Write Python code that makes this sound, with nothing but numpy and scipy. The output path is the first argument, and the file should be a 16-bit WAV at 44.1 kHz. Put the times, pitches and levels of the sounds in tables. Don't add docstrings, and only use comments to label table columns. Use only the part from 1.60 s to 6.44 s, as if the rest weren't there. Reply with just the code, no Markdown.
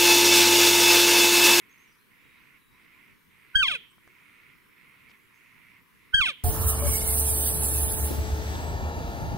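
import sys
import numpy as np
from scipy import signal
from scipy.fft import irfft
from scipy.io import wavfile
from scipy.ndimage import uniform_filter1d

SR = 44100
rng = np.random.default_rng(int(sys.argv[2]) if len(sys.argv) > 2 else 0)


def makeup_ratio(level_db):
    decades = np.asarray(level_db, float) / 20
    return 10 ** decades


def wrap_up_sound(samples):
    columns = np.atleast_2d(samples).T
    tamed = np.clip(columns, -1, 1)
    steps = np.round(tamed * 32767).astype(np.int16)
    wavfile.write(sys.argv[1], SR, steps)


N = 213355


def evened(x):
    return x / np.sqrt(np.mean(x ** 2) + 1e-20)


def wander(count, size):
    return evened(uniform_filter1d(rng.standard_normal(count), size=size))


def read(points, hz):
    f, value = np.transpose(points)
    return np.interp(np.log(hz + 1), np.log(f + 1), value)


def add(mix, s, sound):
    part = mix[..., round(s * SR):round(s * SR) + sound.shape[-1]]
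    part += sound[..., :part.shape[-1]]


def panned(db, pan_db):
    return makeup_ratio(db + np.array([[pan_db], [-pan_db]]) / 2)


def resonate(x, hz, width_hz):
    turn = np.exp(2j * np.pi * np.cumsum(hz * np.ones(x.shape[-1])) / SR)
    r = np.exp(-np.pi * width_hz / SR)
    return 2 * (turn * signal.lfilter([(1 - r) ** 2], [1, -2 * r, r * r], x / turn)).real


def hiss():
    # (frequency [Hz], level [dB per Hz])
    density = [(20, -4), (60, -2.5), (160, 2), (300, -1), (450, -7), (620, -23), (800, -21), (1000, -2.5),
               (1300, -9), (2000, -4), (3000, -11.5), (4500, -19), (7000, -24.5), (11000, -17.5),
               (15600, -18)]
    # (frequency [Hz], correlation [-1..1])
    likeness = [(60, -0.053), (130, -0.021), (290, -0.13), (640, 0.54), (1410, 0.33), (3100, 0.063),
                (6820, 0.6), (15000, 0.49)]
    level_db, patch_db = -64 + 2.0, 1.9
    frames, hz = N // 256 + 5, np.fft.rfftfreq(1024, 1 / SR)
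    a, b, c, d, patches = rng.standard_normal((frames, 513, 5)).T
    patches = uniform_filter1d(patches, size=12, axis=0)
    patches = evened(uniform_filter1d(patches, size=14, axis=1))
    same = np.clip(read(likeness, hz), -1, 1)[:, None]
    left = a + 1j * b
    z = np.array([left, same * left + np.sqrt(1 - same ** 2) * (c + 1j * d)])
    z *= makeup_ratio(read(density, hz)[:, None] + patch_db * patches)
    return makeup_ratio(level_db) * evened(signal.istft(z, nperseg=1024, noverlap=768)[1][:, :N])


def hunting(t):
    # (start [s], stop [s], level [dB], coast-down [dB/s])
    bursts = [(-.25, .3, -60.5, 200), (0.483, 0.975, -59, 250), (1.105, 1.522, -58, 200),
              (1.682, 2.248, -59, 200), (2.397, 2.937, -58, 23), (3.092, 3.543, -58, 20),
              (3.678, 4.19, -58.5, 200), (4.33, 4.9, -60, 200)]
    kick_s, kick_db, wind_s = 0.026, -8.5, 0.12
    ease_db, drop_db, idle_db = -1.5, -5.5, -93.5
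    rest_speed, full_speed = 0.98, 1.006
    start, stop, top_db, coast = np.transpose(bursts)[..., None]
    wound = 1 - np.exp(-np.maximum(t - start, 0) / wind_s)
    eased = ease_db * np.clip((t - start) / (stop - start), 0, 1) ** 4
    over_s = np.maximum(t - stop, 0)
    db = top_db + kick_db * (1 - wound) + eased + drop_db * np.minimum(over_s / kick_s, 1) - coast * over_s
    gain = np.clip((t - start) / kick_s, 0, 1) * makeup_ratio(db)
    speed = rest_speed + (full_speed - rest_speed) * (wound * (over_s == 0)).max(0)
    return 20 * np.log10(gain.max(0) + makeup_ratio(idle_db)), uniform_filter1d(speed, size=900)


def motor(depth=0.14, grain_db=0.0, shared=0.58, pan_db=-5.0):
    # (frequency [Hz], width [Hz], level [dB])
    rings = [(202, 238, -11), (657, 2700, -26.5), (1452, 200, -10.5), (2132, 500, -2), (2345, 776, -2.5),
             (2890, 2400, -24.5)]
    # (frequency [Hz], width [Hz], level [dB])
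    whine_hz, whine_width_hz, whine_db = (2300, 52, -78)
    step_hz = 60.1
    level_db, speed = hunting(np.arange(N) / SR)
    steps = step_hz * np.cumsum(1 + 0.0386 * wander(N, 4000)) / SR
    throb = 1 + depth * np.cos(2 * np.pi * steps) + 0.22 * np.cos(4 * np.pi * steps)
    grain = makeup_ratio(grain_db * wander(N, 150))
    common, *own = rng.standard_normal((3, N))
    scrape = throb * grain * (np.sqrt(shared) * common + np.sqrt(1 - shared) * np.array(own))
    barrel = sum(makeup_ratio(db) * evened(resonate(scrape, hz * speed, width)) for hz, width, db in rings)
    whine = makeup_ratio(whine_db) * evened(resonate(common[::-1], whine_hz, whine_width_hz))
    return panned(level_db - 2.4, pan_db) * barrel + whine


def peep(s, length_s, from_hz, to_hz, db):
    count = round(length_s * SR)
    u = np.arange(count) / (length_s * SR)
    hz = to_hz + (from_hz - to_hz) * np.exp(-u / .1) + 70 * wander(count, 150)
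    flutter = makeup_ratio(3.6 * wander(count, 200))
    tone = np.sin(2 * np.pi * np.cumsum(hz) / SR)
    return s, makeup_ratio(db) * flutter * signal.windows.tukey(count, .3) * tone


def effort(t, peak_s, length_s, effort_db, tired_db):
    rise_s, rise_db = 0.02, -59
    pop_s, pop_db, settle_s = .007, 7.5, 0.012
    swell_s, swell_db, sag_shape = 0.067, 0, 2.5
    release_s, release_db = 0.031, -18
    u = t - peak_s
    rise = rise_db * np.clip((-pop_s - u) / rise_s, 0, 1)
    settle = np.exp(-np.maximum(u, 0) / settle_s)
    pop = pop_db * np.where(u < 0, np.clip(1 + u / pop_s, 0, 1), settle)
    swell = swell_db * np.clip(u / swell_s, 0, 1) ** 2
    sag = (tired_db - swell_db) * np.clip((u - swell_s) / (length_s - swell_s), 0, 2) ** sag_shape
    release = release_db * np.maximum(u - length_s, 0) / release_s
    return effort_db + rise + pop + swell + sag + release


def mew(row, glide, tilt_db=-7.0, first_db=2.0, rumble_db=-21.0, surge=0.33, lock_db=1.3, flicker_db=1.5):
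    pull_hz, pull = 2600, .06
    clear_hz, breathy_hz, clear_db, breathy_db, slip_db = 1460, 700, -52, -27, 11.
    leak_shape, tired_tilt, tired_from_db = .6, .2, 7.
    close_s, open_db = .003, -13
    t = np.arange(round(.27 * SR)) / SR + row[0] - .026
    count = len(t)
    effort_db = uniform_filter1d(effort(t, *row), size=90)
    free_hz = uniform_filter1d(np.interp(t, *np.transpose(glide)), size=90)

    order = pull_hz / free_hz
    slack = np.clip((clear_hz - free_hz) / (clear_hz - breathy_hz), 0, 1)
    breath_db = clear_db + (breathy_db - clear_db) * slack ** leak_shape
    breath_db += slip_db * np.cos(2 * np.pi * order) * np.minimum(slack * 4, 1) / (order - 1)
    hz = pull_hz / (order + pull * np.sin(2 * np.pi * order))
    shake = (.002 + .006 * np.clip((1500 - hz) / 600, 0, 1)) * wander(count, 60)
    turns = np.cumsum(hz * (1 + shake)) / SR

    k = np.arange(1, 30)[:, None]
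    flicker = evened(uniform_filter1d(rng.standard_normal((count, len(k))), size=350, axis=0)).T
    caught = uniform_filter1d(3 * np.exp(-((order + .02) % 1) / .35) - 1.1, size=60)
    tilt_db = tilt_db + lock_db * caught * np.clip(order - 1.7, 0, .4) * 5 / order
    tilt_db = tilt_db + tired_tilt * np.minimum(effort_db + tired_from_db, 0) * slack
    tilt_db = tilt_db + open_db * np.clip((row[0] - t) / close_s - 1, 0, 1)
    tilt_db = tilt_db + flicker_db * flicker * np.clip((1560 - hz) / 200, .15, 1)
    partial_db = tilt_db * np.log2(k) + (first_db + surge * np.maximum(effort_db, 0)) * (k == 1)
    folds = makeup_ratio(partial_db) * (k * hz < SR / 2.5) * np.cos(2 * np.pi * k * turns)
    puffs = (1 + 1.1 * np.cos(2 * np.pi * turns)) * np.gradient(rng.standard_normal(count)) * 4
    voice = np.sqrt(2) * (folds.sum(0) + makeup_ratio(breath_db) * puffs)

    left, right = rng.standard_normal((2, count))
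    low = signal.butter(5, 420, fs=SR, output="sos")
    rumble = signal.sosfilt(low, [left, right - .5 * left])
    rumble = signal.lfilter([1], [1, -.95], signal.lfilter([1, -1], [1, -.994], rumble))
    rumble = makeup_ratio(breath_db + rumble_db) * evened(rumble)
    return t[0], makeup_ratio(effort_db) * np.vstack([voice, rumble])


def ports(x):
    # (frequency [Hz], gain [dB])
    left_path = [(500, -52.5), (850, -61), (1300, -34), (1580, -26.5), (1850, -35.5), (2620, -11),
                 (2950, -24), (3200, -10), (4150, -29), (4600, -33), (6100, -34), (7000, -40), (9500, -40),
                 (12000, -55.5), (16000, -46)]
    # (frequency [Hz], gain [dB])
    right_path = [(500, -44.5), (800, -54.5), (1300, -26), (1580, -23), (1800, -30.5), (2580, -9),
                  (3050, -20), (3300, -13), (4050, -22.5), (4500, -29), (6800, -41.5), (9500, -33.5),
                  (12000, -46.5), (16000, -60)]
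    # (frequency [Hz], lead [rad])
    left_lead = [(500, .8), (1000, 0), (1400, -.3), (1600, -.9), (1800, -2.5), (2000, -1.5), (2450, -1.5),
                 (2900, -3), (3200, -4.1), (4500, -4.3), (5800, -4.8), (6500, -6.28), (16000, -6.28)]
    hz = np.abs(np.fft.fftfreq(8192, 1 / SR))
    gain = np.log(makeup_ratio([read(left_path, hz), read(right_path, hz)]))
    phase = (-signal.hilbert(gain[1]).imag + np.outer([1, 0], read(left_lead, hz)))[:, :4097]
    taps = irfft(np.exp(gain[:, :4097] + 1j * phase))
    taps = np.roll(taps, 200, axis=1)[:, :2048]
    return signal.oaconvolve(x[None], taps, axes=1)[:, 200:200 + N]


def bounces(x):
    # (delay [s], left [dB], right [dB])
    echoes = [(.0013, -31.5, -27), (.0031, -21.5, -15), (.0062, -23.5, -15.5), (0.01, -12, -29.5)]
    taps = np.zeros((2, 800))
    taps[:, 0] = 1
    for delay_s, *db in echoes:
        taps[:, round(delay_s * SR)] = -makeup_ratio(np.array(db))
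    return signal.oaconvolve(x, taps, axes=1)[:, :N]


def trees(x, build_s=0.022):
    # (frequency [Hz], t60 [s])
    decay = [(300, 0.32), (1500, 0.2), (3000, 0.58), (4200, 0.32), (5500, 0.32), (12000, 0.35)]
    hz, t, z = signal.stft(rng.standard_normal((2, SR // 2 + 8000)), SR, nperseg=256)
    build = 1 - np.exp(-(t / build_s) ** 2)
    die = makeup_ratio(-60 * t / read(decay, hz)[:, None])
    tail = signal.istft(z * build * die, SR, nperseg=256)[1]
    return signal.fftconvolve(x, tail / np.linalg.norm(tail[0]), axes=1)[:, :N]


def tick(s, db, hz, width_hz, pan_db):
    t = np.arange(900) / SR
    ring = np.exp(-np.pi * width_hz * t) * np.sin(2 * np.pi * hz * t)
    return s, panned(db, pan_db) * ring / abs(ring).max()


def rustle(s, length_s, db, hz, width_hz):
    count = round(length_s * SR)
    crackle = rng.standard_normal(count) * makeup_ratio(2.0 * wander(count, 60))
    return s, makeup_ratio(db) * np.hanning(count) * evened(resonate(crackle, hz, width_hz))


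def scene():
    # (onset peak [s], voiced length [s], effort [dB], effort left before release [dB])
    mews = [
        (1.959, .2, 0., -7.5),
        (4.546, 0.16, .5, -5),
    ]
    # (time [s], pitch [Hz])
    glides = [
        [(1.953, 1467), (1.961, 1580), (2.006, 1512), (2.021, 1440), (2.033, 1245), (2.066, 1031), (2.083, 842),
         (2.117, 646), (2.178, 429)],
        [(4.539, 1470), (4.547, 1579), (4.592, 1514), (4.605, 1426), (4.617, 1229), (4.645, 1035), (4.661, 854),
         (4.689, 652), (4.735, 451)],
    ]
    # (time [s], length [s], start pitch [Hz], end pitch [Hz], level [dB])
    peeps = [(0.089, 0.047, 4300, 6480, -65.5), (.172, 0.078, 4600, 6400, -70),
             (.27, 0.069, 4500, 5900, -72), (.31, 0.054, 4200, 5000, -72), (.35, 0.045, 5700, 5870, -80),
             (.385, 0.05, 3700, 4150, -72), (.62, 0.2, 3850, 3810, -74), (.99, 0.194, 4070, 3850, -74),
             (2.299, 0.024, 7900, 8240, -67), (3.6, .09, 6300, 7450, -82), (3.735, 0.053, 5900, 6450, -74)]
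    # (time [s], peak [dB], ring [Hz], width [Hz], left-right [dB])
    ticks = [(2.382, -48, 1327, 500, -1), (2.475, -49.5, 400, 149.3, -1), (2.477, -40.5, 1780, 603, 1),
             (2.477, -52, 5600, 3000, 2), (3.498, -43.5, 2400, 1210, 6), (3.515, -47, 2900, 900, 14)]
    # (time [s], length [s], level [dB], centre [Hz], width [Hz])
    brush = (3.482, .045, -65.5, 4000, 4500)
    elk, birds, twigs = np.zeros((3, N)), np.zeros((2, N)), np.zeros((2, N))
    for row in peeps:
        add(birds, *peep(*row))
    for row, glide in zip(mews, glides):
        add(elk, *mew(row, glide))
    for row in ticks:
        add(twigs, *tick(*row))
    add(twigs, *rustle(*brush))
    voice, rumble = elk[0], elk[1:]
    near = bounces(ports(voice))
    beamed = resonate(resonate(voice, 3320, 2200), 3070, 2300)
    scatter = trees(makeup_ratio(-28) * near + makeup_ratio(-40) * beamed + makeup_ratio(-6.5) * birds)
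    return near + rumble + scatter + makeup_ratio(-2.0) * birds + twigs + motor() + hiss()


def low_pass(x):
    return signal.sosfilt(signal.butter(12, 15870, fs=SR, output="sos"), x)


def record(dry):
    power = abs(uniform_filter1d((dry ** 2).mean(0), size=300))
    wobble = 1 + 0.37 * evened(uniform_filter1d(rng.standard_normal((2, N)), size=400, axis=1))
    push = resonate(dry[1], 1500, 1200) ** 2 * wobble * makeup_ratio([[16], [17]]) * [[1], [-1]]
    thump = signal.sosfilt(signal.butter(1, 18, "highpass", fs=SR, output="sos"), push)
    thump = signal.sosfilt(signal.butter(3, 190, fs=SR, output="sos"), thump)
    thump = .16 * np.tanh(thump / .16)
    fall_db = np.arange(N) * 213.0 / SR
    held_db = np.maximum.accumulate(10 * np.log10(power + 1e-12) + fall_db) - fall_db
    over_db = np.maximum(held_db + 24, 0)
    lagged_db = signal.lfilter([.004], [1, -.996], over_db)
    ducked = (dry + thump) / makeup_ratio(0.33 * lagged_db)
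    edge = signal.firwin(255, 15800, fs=SR)
    return low_pass(signal.oaconvolve(ducked, edge[None], "same"))


dry = scene()
out = record(dry)
wrap_up_sound(out)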